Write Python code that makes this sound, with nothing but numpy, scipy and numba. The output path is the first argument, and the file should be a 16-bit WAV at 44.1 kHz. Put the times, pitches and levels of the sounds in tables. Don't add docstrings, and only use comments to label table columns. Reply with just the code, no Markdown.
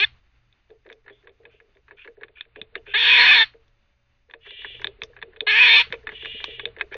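import sys
import numpy as np
from scipy import signal
from scipy.io import wavfile
from scipy.ndimage import uniform_filter1d
from numba import njit

SR = 44100
rng = np.random.default_rng(int(sys.argv[2]) if len(sys.argv) > 2 else 0)


def to_linear_factor(level_db):
    exponent = np.asarray(level_db, float) / 20
    return 10 ** exponent


def to_wav(sig):
    pcm = np.clip(np.atleast_2d(sig), -1, 1) * 32767
    pcm = np.round(pcm).astype(np.int16)
    wavfile.write(sys.argv[1], SR, pcm.T)


N = 307369
TIME_S = np.arange(N) / SR

# (time [s], pitch [Hz], roughness [0-1], strong-weak pairing [0-1])
FOLDS = [
    [(0, 383, .1, 0), (.012, 405, .06, 0), (.026, 421, .04, 0), (.039, 428, .06, 0)],
    [(2.945, 405, .08, 0), (2.978, 475, .25, .2), (3.02, 472, .45, .25), (3.045, 505, .45, .3),
     (3.09, 470, .45, .2), (3.125, 500, .4, .15), (3.21, 470, .35, .4), (3.305, 512, .35, .7),
     (3.435, 435, .25, .25)],
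    [(5.473, 410, .1, 0), (5.497, 445, .25, 0), (5.53, 412, .35, .3), (5.555, 455, .3, .5),
     (5.605, 500, .35, .4), (5.67, 490, .4, .2), (5.71, 455, .4, .4), (5.75, 460, .35, .6),
     (5.82, 475, .35, 0)],
]
# (time [s], level [dB], mouth resonance [Hz], second mouth resonance [Hz])
EFFORT = [
    [(0, -15, 2494, 4413), (.034, -20, 2232, 4362), (.046, -19, 2070, 3532)],
    [(2.945, -15, 1873, 3564), (2.995, -17.5, 2564, 3435), (3.06, -14, 2810, 3025), (3.17, -12, 2247, 3456),
     (3.2, -9.5, 2195, 4383), (3.31, -9.5, 2514, 4380), (3.4, -12.5, 2080, 4300),
     (3.436, -13.5, 2057, 3450)],
    [(5.472, -13.5, 2160, 3800), (5.498, -13.5, 2305, 3550), (5.54, -15, 2422, 3040),
     (5.622, -11.5, 2540, 3170), (5.69, -13, 2204, 3420), (5.768, -9.5, 2530, 4000),
     (5.812, -12, 2100, 4100)],
]
# (start [s], rise [s], end [s], fall [s])
VOICING = [
    (-.1, .005, .052, .011),
    (2.936, .008, 3.447, .026),
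    (5.465, .008, 5.829, .016),
]
# (start [s], length [s], pitch [Hz], roughness [0-1])
BREAKS = [
    (.038, .03, 1760, .01),
    (2.93, .011, 620, .2),
    (3.309, .023, 585, .12),
    (5.46, .009, 620, .2),
    (5.762, .029, 585, .17),
]
# (time [s], lower [dB], middle [dB], upper [dB], top throat resonance [dB])
JAW = [
    [(0, -6.5, 0, -3.5, 3), (.036, -7, 2.5, -6, -1.5), (.046, 3.5, -4.5, 10.5, -5)],
    [(2.945, -0.5, -2.5, -7, 9), (3.0, 3, -2.5, 1, -3.5), (3.1, 2, 2, 1.5, -9), (3.16, 0, 3, -1, -4),
     (3.205, 2, -1.5, -2.5, 11), (3.255, 3, -3, -3, 6.5), (3.315, 0, 0.5, -4, -4.5),
     (3.39, -1, -3.5, 2, 6.5), (3.44, 3.5, -3, -1, -4.5)],
    [(5.47, -4.5, -8, -9, 6), (5.52, -1.5, 3, -8, 1), (5.6, 2.5, 6, -6, -16.5), (5.68, 1.5, 0, -0.5, 8),
     (5.75, 4, 4.5, 1, 3.5), (5.82, -5.5, -2, -7.5, -6.5)],
]
THROAT_HZ = [1770, 2500, 3600, 4200]
# (frequency [Hz], width [Hz], level [dB])
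CHEST = [(298, 78, -26.5), (407, 83, -24), (740, 110, -27.5), (970, 130, -20), (1180, 120, -27.5)]
# (frequency [Hz], width [Hz], level [dB])
OVERTONES = [(5190, 740, -44), (7250, 540, -46.5), (4650, 180, -46.5)]
# (frequency [Hz], width [Hz], level [dB])
HOUSING = [(337, 23, -10), (440, 59, -14), (961, 170, -9), (1148, 87, -7.5), (1703, 183, -0.5),
           (2264, 300, -2.5), (2540, 95, 2), (3052, 530, -7.5), (3578, 190, 4), (4237, 150, -25.5)]
# (frequency [Hz], width [Hz], depth [0-1])
VALLEYS = [(620, 47, 0.6), (1365, 540, 1), (1992, 140, 1), (4000, 490, .7)]
# (time [s], peak [dB], brightness [dB], thud through wood [dB])
CRACKS = [(.526, -59.5, 8, -82), (.6921, -62, -12, -51), (.7032, -50.5, -10, -43.5), (.85, -53, -31.5, -48),
          (.8632, -40, -26, -44.5), (.8895, -48, -9, -74), (.8997, -33, -19, -43.5), (.9165, -44, -11, -66),
          (.9258, -39, -6, -54), (1.0428, -57, -26, -62), (1.0624, -43, -36, -50.5), (1.08, -34, -27, -76),
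          (1.0974, -34.5, -25, -44), (1.2274, -54, -22, -54.5), (1.243, -55, -30, -75),
          (1.2717, -33.5, -18.5, -48.5), (1.293, -48, -12, -72), (1.4334, -53, -23, -52),
          (1.4524, -35, -18, -47), (1.5273, -65.5, -13, -53.5), (1.601, -43.5, -25.5, -54),
          (1.7502, -56.5, -11.5, -54.5), (1.7693, -48, -20.5, -61.5), (1.8813, -40.5, -31, -58),
          (1.9093, -35, -32.5, -45), (1.9847, -45.5, -31, -84), (1.9937, -50, -22, -76),
          (2.047, -33.5, -31, -46), (2.075, -33.5, -26, -42), (2.169, -55, -35, -47),
          (2.2108, -36, -34.5, -44), (2.2331, -26, -18.5, -48.5), (2.2822, -42.5, -16, -51.5),
          (2.3707, -45, -30, -63), (2.4086, -28.5, -0.5, -62.5), (2.452, -52.5, -10.5, -58),
          (2.559, -31, -15.5, -42.5), (2.6146, -28, 0, -48), (2.754, -19.5, -15, -37),
          (2.8658, -33, -46, -45.5), (3.5376, -48, -28, -47.5), (3.6798, -66, 10.5, -77),
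          (4.298, -41.5, -22.5, -62), (4.31, -38, -13, -64), (4.337, -29, -14.5, -46),
          (4.4628, -35, -67, -47), (4.5063, -36, -7, -50), (4.619, -38, 1, -57), (4.646, -22.5, -32, -45),
          (4.796, -36, -15, -44), (4.817, -26, -19, -69), (4.8438, -17.5, -5, -38),
          (4.87, -23, -1.5, -39.5), (5.018, -21, -3, -40), (5.034, -29, -5.5, -45),
          (5.1332, -47.5, -34.5, -58), (5.1648, -31.5, -27, -50), (5.188, -41.5, -21, -88),
          (5.216, -34.5, -9, -68), (5.2251, -22, -12, -39.5), (5.333, -42.5, -42, -50.5),
          (5.3614, -36, -15, -48.5), (5.369, -47, -1.5, -70), (5.325, -53, -33, -70.5),
          (5.406, -23.5, 2.5, -30),
          (5.9035, -38, -16, -42.5), (5.9242, -16.5, -8, -31.5), (5.939, -23.5, -19, -65),
          (6.031, -50, -27, -46), (6.07, -18.5, -16, -43), (6.0905, -22.5, -22, -48.5),
          (6.1183, -30, -37, -44), (6.2236, -33.5, -27, -40), (6.248, -25, -17, -38),
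          (6.2565, -27, -10, -48), (6.4023, -29.5, -21, -45.5), (6.4408, -16.5, -4, -46.5),
          (6.509, -45, 4, -46.5), (6.5951, -19.5, -14, -46), (6.6543, -21, 2, -33), (6.675, -46, -8, -69),
          (6.687, -52.5, -1, -73), (6.7647, -33.5, -26, -42.5), (6.785, -33, -13, -59),
          (6.795, -31, -19, -67.5), (6.801, -34, -10, -83), (6.8102, -14.5, -13, -34),
          (6.92, -58, -30, -60), (6.925, -33.5, -67, -63), (6.936, -30, -28, -53),
          (6.9424, -26, -13.5, -33), (6.951, -35, -16, -65), (6.9654, -35, -14, -70)]
BITES = np.array(CRACKS)
# (time [s], peak [dB])
CHIPS = [(0.9277, -54.5), (3.68, -64.5), (4.4618, -60), (4.8155, -51), (5.034, -34), (5.9257, -45.5),
         (6.0342, -67), (6.2482, -54), (6.4424, -40), (6.6547, -78), (6.9424, -49.5)]
# (time [s], peak [dB])
THUDS = [(1.25, -53), (1.295, -52), (1.397, -49), (1.635, -60), (1.677, -60), (1.926, -66), (2.577, -38.5),
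         (2.721, -58), (2.766, -44.5), (2.881, -46), (4.285, -56.5), (4.586, -55), (4.696, -49.5),
         (4.742, -49.5), (4.984, -52), (5.094, -48.5), (5.273, -46.5), (5.865, -50.5), (6.132, -55),
         (6.207, -58), (6.343, -44), (6.474, -35.5), (6.576, -45), (6.629, -40), (6.913, -41.5)]
# (time [s], peak [dB])
SHAKES = [(0.916, -68), (1.275, -68), (2.232, -60.5), (2.568, -50), (2.609, -45), (2.752, -57.5),
          (4.646, -59), (4.839, -44), (5.02, -48.5), (5.224, -50), (5.403, -48), (5.897, -44), (6.072, -54),
          (6.114, -51), (6.241, -64), (6.338, -47), (6.469, -52), (6.647, -41.5), (6.807, -53)]
# (start [s], length [s], level [dB], whistle [Hz])
CHUCKS = [(1.102, 0.13, -69.5, 3520), (1.492, 0.12, -67, 2640), (1.966, 0.11, -54, 2580),
          (2.351, 0.11, -55, 2520), (2.55, 0.063, -60.5, 2660), (2.748, 0.046, -52.5, 2710),
          (2.856, 0.25, -46, 2680), (5.018, 0.034, -66.5, 2450), (5.8, 0.11, -54.5, 2700),
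          (5.914, 0.05, -46, 2280), (6.667, 0.034, -62, 2970), (6.916, 0.041, -46.5, 2320)]
# (frequency [Hz], width [Hz], level [dB])
CHUCK_COLOUR = [(2350, 260, -4), (2800, 250, -6.5), (3070, 140, -1), (3480, 160, 1)]
# (time [s], level [dB], pitch [Hz])
ANSWERS = [
    [(4.4, -70, 362.7), (4.45, -47.5, 388.3), (4.55, -44, 392), (4.65, -42.5, 389.6), (4.75, -44.5, 395),
     (4.85, -56, 384), (4.95, -78, 371)],
    [(6.1, -56, 369), (6.15, -43.5, 388.3), (6.25, -39.5, 401.4), (6.35, -39.5, 395.8), (6.5, -42, 390.2),
     (6.62, -47, 382.6), (6.72, -75.5, 371)],
]
# (frequency [Hz], width [Hz], level [dB])
FAR_COLOUR = [(1660, 380, -13), (1970, 560, -6), (2480, 710, -3), (2710, 410, 1), (3035, 370, -1),
              (3450, 230, -1.5), (3790, 490, -17), (4420, 330, -23)]
# (time [s], rumble [dB])
WIND = [(0, -53), (.33, -66.5), (2.46, -66), (3.38, -51.5), (3.59, -63.5), (4.17, -70), (4.56, -62),
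        (4.8, -55.5), (5.28, -61.5), (5.82, -52.5), (6.74, -56.5), (6.97, -58.5)]
# (start [s], length [s], level [dB])
THROBS = [(-.08, 0.28, -58), (0.273, 0.32, -69.5), (0.595, 0.32, -73.5), (0.91, 0.42, -71.5),
          (1.3, 0.36, -69.5), (1.703, 0.36, -74.5), (2.1, 0.27, -71), (2.432, 0.32, -68),
          (2.711, 0.51, -64.5), (3.003, 0.57, -58.5), (3.505, 0.39, -71.5), (3.9, 0.38, -73.5),
          (4.319, 0.26, -72), (4.644, 0.35, -58.5), (4.988, 0.34, -65.5), (5.45, 0.21, -60),
          (5.72, 0.31, -60.5), (6.0, 0.21, -62), (6.158, 0.24, -59), (6.478, 0.31, -56.5),
          (6.834, 0.18, -67)]
# (time [s], level [dB])
WHINE = [
    (3.45, -99),
    (3.58, -81.5),
    (4.25, -87),
    (4.35, -99.5),
]
# (frequency [Hz], density [dB per Hz])
HISS = [(140, -16), (200, -13), (450, -20), (900, -19.5), (2500, -17), (3400, -23), (4100, -32),
        (4900, -37), (7000, -46)]
# (from [s], to [s])
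TOP_SILENT = [(1.065, 1.125), (1.26, 1.32), (1.445, 1.51), (1.9, 1.96), (2.15, 2.785), (2.925, 2.975),
              (4.345, 4.39), (4.54, 4.6), (4.66, 4.7), (4.89, 5.005), (5.165, 5.47), (6.05, 6.11),
              (6.57, 6.82)]


def rms_one(x):
    return x / np.sqrt(np.mean(x ** 2) + 1e-20)


def curves(tables):
    time_s, *columns = np.transpose(np.vstack(tables))
    return [np.interp(TIME_S, time_s, column) for column in columns]


def gated_curves(tables):
    level_db, *others = curves(tables)
    sounding = sum((TIME_S >= rows[0][0]) & (TIME_S <= rows[-1][0] + .011) for rows in tables) > 0
    return [to_linear_factor(level_db) * uniform_filter1d(sounding * 1., size=90)] + others


def passed(x, hz, kind, order=2):
    return signal.sosfilt(signal.butter(order, hz, kind, fs=SR, output="sos"), x + 1e-18)


def steep_cut(x):
    return signal.sosfilt(signal.ellip(8, 1, 50, 4480, fs=SR, output="sos"), x)


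def drift(rate_hz):
    return rms_one(passed(rng.standard_normal(N), rate_hz, "low"))


def resonance(x, hz, width_hz):
    r = np.exp(-np.pi * width_hz / SR)
    numerator = np.array([1, 0, -1]) * (1 - r * r) / 2
    return signal.lfilter(numerator, [1, -2 * r * np.cos(2 * np.pi * hz / SR), r * r], x + 1e-18)


@njit
def sliding_two_pole(x, cosine, r):
    out = np.zeros(len(x))
    for i in range(2, len(x)):
        out[i] = (1 - r * r) / 2 * (x[i] - x[i - 2]) + 2 * r * cosine[i] * out[i - 1] - r * r * out[i - 2]
    return out


def sliding_resonance(x, hz, width_hz):
    return sliding_two_pole(x + 1e-18, np.cos(2 * np.pi * hz / SR), np.exp(-np.pi * width_hz / SR))


def resonance_bank(source_at, resonances):
    return sum((-1) ** k * to_linear_factor(db) * resonance(source_at(hz), hz, width_hz)
               for k, (hz, width_hz, db) in enumerate(resonances))


def scatter(at_s, gains, shapes):
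    out = np.zeros(N + SR)
    starts = np.round(at_s * SR).astype(int)[:, None]
    np.add.at(out, starts + np.arange(shapes.shape[1]), gains[:, None] * shapes)
    return out[:N]


def echoes(x, t60_s):
    t = np.arange(round(t60_s * SR)) / SR
    tail = rng.standard_normal(len(t)) * to_linear_factor(-60 * t / t60_s)
    return signal.fftconvolve(x, tail / np.sqrt(np.sum(tail ** 2)))[:N]


def folds(pitch_hz, rough, pairing):
    jitter = .12 * drift(250) + 0.05 * drift(40)
    cycles = 0.96 + np.cumsum(pitch_hz * (1 + rough * jitter)) / SR
    at = np.flatnonzero(np.diff(np.floor(cycles))) + 1
    late = (cycles[at] % 1) / (cycles[at] - cycles[at - 1])
    shimmer_db = 4.5 * rough[at] * np.clip(rng.standard_normal(len(at)), -2, 2)
    size = (1 - pairing[at] * (np.arange(len(at)) % 2)) * to_linear_factor(shimmer_db)
    size = size * np.sqrt(SR / pitch_hz[at])
    pulses = np.zeros(N)
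    pulses[at], pulses[at - 1] = size * (1 - late), size * late
    breath = rng.standard_normal(N) * np.sqrt(1 + np.cos(2 * np.pi * cycles))
    return np.sqrt(1 - .4 * rough) * pulses + np.sqrt(.4 * rough) * breath


def fold_controls():
    pitch_hz, rough, pairing = curves(FOLDS)
    for start, length_s, hz, clear in BREAKS:
        flip = np.clip(np.minimum(TIME_S - start, start + length_s - TIME_S) / .004, 0, 1)
        pitch_hz = pitch_hz + flip * (hz - pitch_hz)
        rough = rough + flip * (clear - rough)
        pairing = pairing * (1 - flip)
    return pitch_hz, rough, pairing


def throat_weighting(level_db):
    lower_db, middle_db, upper_db, top_db = curves(JAW)
    opening_db = 5 * sum((TIME_S - (start + end) / 2) * (TIME_S > start) * (TIME_S < end + fall)
                         for start, rise, end, fall in VOICING)
    effort_db = level_db + 20.5
    throat_db = [-1 + lower_db - 0.26 * opening_db,
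                 -6 + middle_db,
                 -11 + upper_db + 0.8644 * effort_db + opening_db,
                 3 + top_db + 0.91 * effort_db + opening_db]
    throat_db = [db + 2.5 * drift(2.7) for db in throat_db]

    def weight(hz):
        return to_linear_factor(sum(np.interp(hz, THROAT_HZ, share) * db for share, db in zip(np.eye(4), throat_db)))
    return weight


def chest_voice(pulses):
    waking = to_linear_factor(-13.5 * sum(np.exp(-np.abs(TIME_S - start) / 0.087) for start, *_ in VOICING))
    chest = resonance_bank(lambda hz: pulses * (waking if hz > 600 else 1), CHEST)
    pop = sum(np.exp(-((TIME_S - start - rise) / 0.0077) ** 2) for start, rise, *_ in VOICING)
    return chest + to_linear_factor(-18.5) * passed(pop * rng.standard_normal(N), [620, 1300], "band")


def capsule(x):
    return x / (1 + (x / .8) ** 4) ** (1 / 4)


def barks():
    level_db, mouth_hz, palate_hz = curves(EFFORT)
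    pitch_hz, rough, pairing = fold_controls()
    voice = folds(pitch_hz, rough, pairing)
    chest = chest_voice(folds(pitch_hz, .75 * rough, pairing))
    gate = sum(np.clip((TIME_S - start) / rise, 0, 1) * np.clip((end - TIME_S) / fall, 0, 1) ** 1.1
               for start, rise, end, fall in VOICING)
    loudness = gate * to_linear_factor(level_db)

    weight = throat_weighting(level_db)
    mouthed = voice + 1.6 * sliding_resonance(voice, mouth_hz, 170) + sliding_resonance(voice, palate_hz, 170)
    body = resonance_bank(lambda hz: mouthed * weight(hz) * to_linear_factor(-1.0) * (hz > 1300), HOUSING)
    body = body + to_linear_factor(-17.0) * passed(voice, [1600, 4300], "band") - to_linear_factor(-10.5) * resonance(voice, 3150, 350)
    fast_power, slow_power = [uniform_filter1d(body ** 2, size=n) + 1e-12 for n in (260, 2600)]
    body = body * (slow_power / fast_power) ** .35

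    strain = loudness * sum(np.clip((TIME_S - start) / 0.04 - .4, 0, 1) * (TIME_S < end)
                            for start, rise, end, fall in VOICING)
    thin = sum(to_linear_factor(db + 3.5) * resonance(voice, hz, width_hz) for hz, width_hz, db in OVERTONES)
    thin_gain = 1.1 * np.clip(strain / (loudness + 1e-9), 0, 1) ** 1.2 * loudness ** 0.29
    thin = thin_gain * passed(thin, 3300, "high", order=4)

    near = passed(steep_cut(capsule(to_linear_factor(18.0) * loudness * body)), 650, "high")
    near = near + to_linear_factor(18.5) * loudness * chest
    for hz, width_hz, depth in VALLEYS:
        near = near - depth * resonance(near, hz, width_hz)
    near = passed(near + to_linear_factor(24.5) * loudness * thin, 225, "high", order=6)

    scattered = steep_cut(passed(rng.standard_normal(N), [1400, 4400], "band") * loudness)
    top_noise = passed(rng.standard_normal(N), [4500, 5800], "band", order=4)
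    return near + to_linear_factor(-10.5) * echoes(scattered + to_linear_factor(-21.5) * loudness * top_noise, 0.18)


def bites():
    time_s, peak_db, bright_db, _ = BITES.T
    t = np.arange(-600, 2200) / SR
    age_s = np.abs(t)
    draws = rng.standard_normal((len(BITES), len(t)))
    dull_db = np.maximum(-bright_db, 0)[:, None]
    crumble = to_linear_factor(-36.5 + 0.5262 * dull_db) * np.exp(-age_s / 0.012)
    after = to_linear_factor(-60 * age_s / (0.0041 * (1.5 + 0.3852 * dull_db))) + to_linear_factor(-17.0 - 60 * age_s / 0.075)
    grains = draws * np.abs(draws) ** 0.82 * to_linear_factor(-14)
    splinter = grains * np.where(t < 0, crumble, after)
    splinter[:, t == 0] = 3.52
    uneven_db = 1.5 * rng.standard_normal((len(BITES), 6))

    def source(hz):
        colour_db = []
        for high_db, chance_db in zip(bright_db, uneven_db):
            tilt_db = [-3.0, -4, 0, 0.35 * high_db + 0.29, high_db + 2.0, 1.5 * high_db + 2.0]
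            colour_db.append(np.interp(hz, [440, 1050, 1770, 2450, 3600, 4200], tilt_db + chance_db))
        return scatter(time_s + t[0], to_linear_factor(peak_db + colour_db), splinter)
    return to_linear_factor(20.0) * steep_cut(resonance_bank(source, HOUSING))


def chips():
    rows, t = np.array(CHIPS), np.arange(1500) / SR
    decay = to_linear_factor(-60 * t / 0.0016) + to_linear_factor(-21.0 - 60 * t / 0.079)
    fizz = rng.standard_normal((len(rows), len(t))) * decay
    return to_linear_factor(15.0) * passed(scatter(rows[:, 0], to_linear_factor(rows[:, 1]), fizz), [4600, 6300], "band", order=3)


def thuds():
    after_bites = BITES[:, [0, 3]] + [0.0035, 0]
    rows, t = np.vstack([THUDS, after_bites]), np.arange(2000) / SR
    pitch_hz = 430 * (1 + 0.051 * rng.standard_normal((len(rows), 1)))
    rub = 5.1 * rng.standard_normal((len(rows), len(t)))
    push = (np.sin(2 * np.pi * pitch_hz * t) + rub) * (1 - np.exp(-t / .005)) * to_linear_factor(-60 * t / .1)
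    pushes = passed(scatter(rows[:, 0], to_linear_factor(rows[:, 1]), push), [310, 800], "band")
    pushes = pushes + to_linear_factor(-10.5) * echoes(pushes, .3)
    wood = resonance(pushes, 456, 90) + to_linear_factor(-2.0) * resonance(pushes, 340, 140)
    return to_linear_factor(3.0) * (wood - to_linear_factor(-16.0) * resonance(pushes, 640, 240))


def shakes():
    rows, t = np.array(SHAKES), np.arange(1500) / SR
    jolt = rng.standard_normal((len(rows), len(t))) * np.sin(np.pi * np.clip(t / 0.018, 0, 1))
    return to_linear_factor(16) * passed(scatter(rows[:, 0], to_linear_factor(rows[:, 1]), jolt), [90, 280], "band")


def chucks():
    level, whistle_hz = np.zeros(N), np.full(N, 2500.)
    for start, length_s, level_db, hz in CHUCKS:
        progress = np.clip((TIME_S - start) / length_s, 0, 1)
        level += to_linear_factor(level_db) * np.sin(np.pi * progress ** 0.58)
        whistle_hz = np.where(progress > 0, hz * (1 + 0.12 * (progress - .5)), whistle_hz)
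    air = level * passed(rng.standard_normal(N), [1300, 3800], "band") * to_linear_factor(2.4 * drift(80))
    whistle = sliding_resonance(air, whistle_hz, 190)
    pulses = folds(whistle_hz / 5, np.full(N, .3), np.full(N, .1))
    buzz = level * passed(pulses, [1300, 3800], "band")
    jet = 1.1 * air + 10.0 * whistle + 1.2 * buzz
    coloured = passed(resonance_bank(lambda hz: jet, CHUCK_COLOUR), 3300, "low", order=4)
    low_resonance = sliding_resonance(air + buzz, 0.62 * whistle_hz, 260)
    return to_linear_factor(10.0) * steep_cut(coloured + 0.7 * low_resonance + 0.97 * whistle)


def answers():
    level, pitch_hz = gated_curves(ANSWERS)
    voice = level * folds(pitch_hz, np.full(N, .3), np.full(N, .15))
    voice = voice + 0.5 * sum(sliding_resonance(voice, ratio * pitch_hz, 150) for ratio in (6.1, 8.8))
    voice = 0.21 * voice + echoes(voice, 0.052)
    far = resonance_bank(lambda hz: voice, FAR_COLOUR)
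    return to_linear_factor(19.0) * steep_cut(passed(far, 1500, "high", order=4))


def background():
    white = rng.standard_normal((2, N))
    wind_db, = curves([WIND])
    wind = to_linear_factor(wind_db) * rms_one(passed(passed(rng.standard_normal(N), 5.3, "high"), 75, "low", order=4))

    edges_hz = 140 * 2 ** np.arange(0, 6.1, .5)
    hiss_hz, hiss_db = np.transpose(HISS)
    hiss = to_linear_factor(-20.5) * resonance(white[0], 3450, 200)
    for k, (low, high) in enumerate(zip(edges_hz, edges_hz[1:])):
        band_db = np.interp(np.log(np.sqrt(low * high)), np.log(hiss_hz), hiss_db)
        hiss = hiss + to_linear_factor(band_db) * passed(white[k % 2], [low, high], "band")
    rustle_db = -71.5 + 0.94 * (wind_db + 65.5)
    rustle = to_linear_factor(rustle_db) * to_linear_factor(1.5 * drift(7.3)) * rms_one(hiss)
    preamp = to_linear_factor(-89.5) * rms_one(passed(white[1], [4600, 7000], "band", order=6))

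    throb = sum(to_linear_factor(db) * np.sin(np.pi * np.clip((TIME_S - start) / length_s, 0, 1))
                for start, length_s, db in THROBS)
    hum = throb * to_linear_factor(0.42 * drift(5.2)) * np.sqrt(2) * np.sin(2 * np.pi * 118.6 * TIME_S)
    whine = gated_curves([WHINE])[0] * np.sqrt(2) * np.sin(2 * np.pi * 566 * TIME_S)
    return rustle + preamp + wind + hum + whine


def scene():
    near = barks() + bites() + chips() + thuds() + shakes() + chucks()
    return (near + answers() + background())[None]


def silence_top(x):
    shut = sum((TIME_S > start) & (TIME_S < end) for start, end in TOP_SILENT) * 1.
    top = signal.sosfiltfilt(signal.butter(8, 4570, "high", fs=SR, output="sos"), x)
    return x - uniform_filter1d(shut, size=300) * top


def band_limit(x):
    return signal.sosfilt(signal.butter(12, 7530, fs=SR, output="sos"), x)


def record(dry):
    limited = silence_top(dry / (1 + (dry / .9) ** 10) ** (1 / 10))
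    mix = signal.sosfilt(signal.cheby2(10, 60, 8100, fs=SR, output="sos"), limited)
    return band_limit(mix)


dry = scene()
out = record(dry)
to_wav(out)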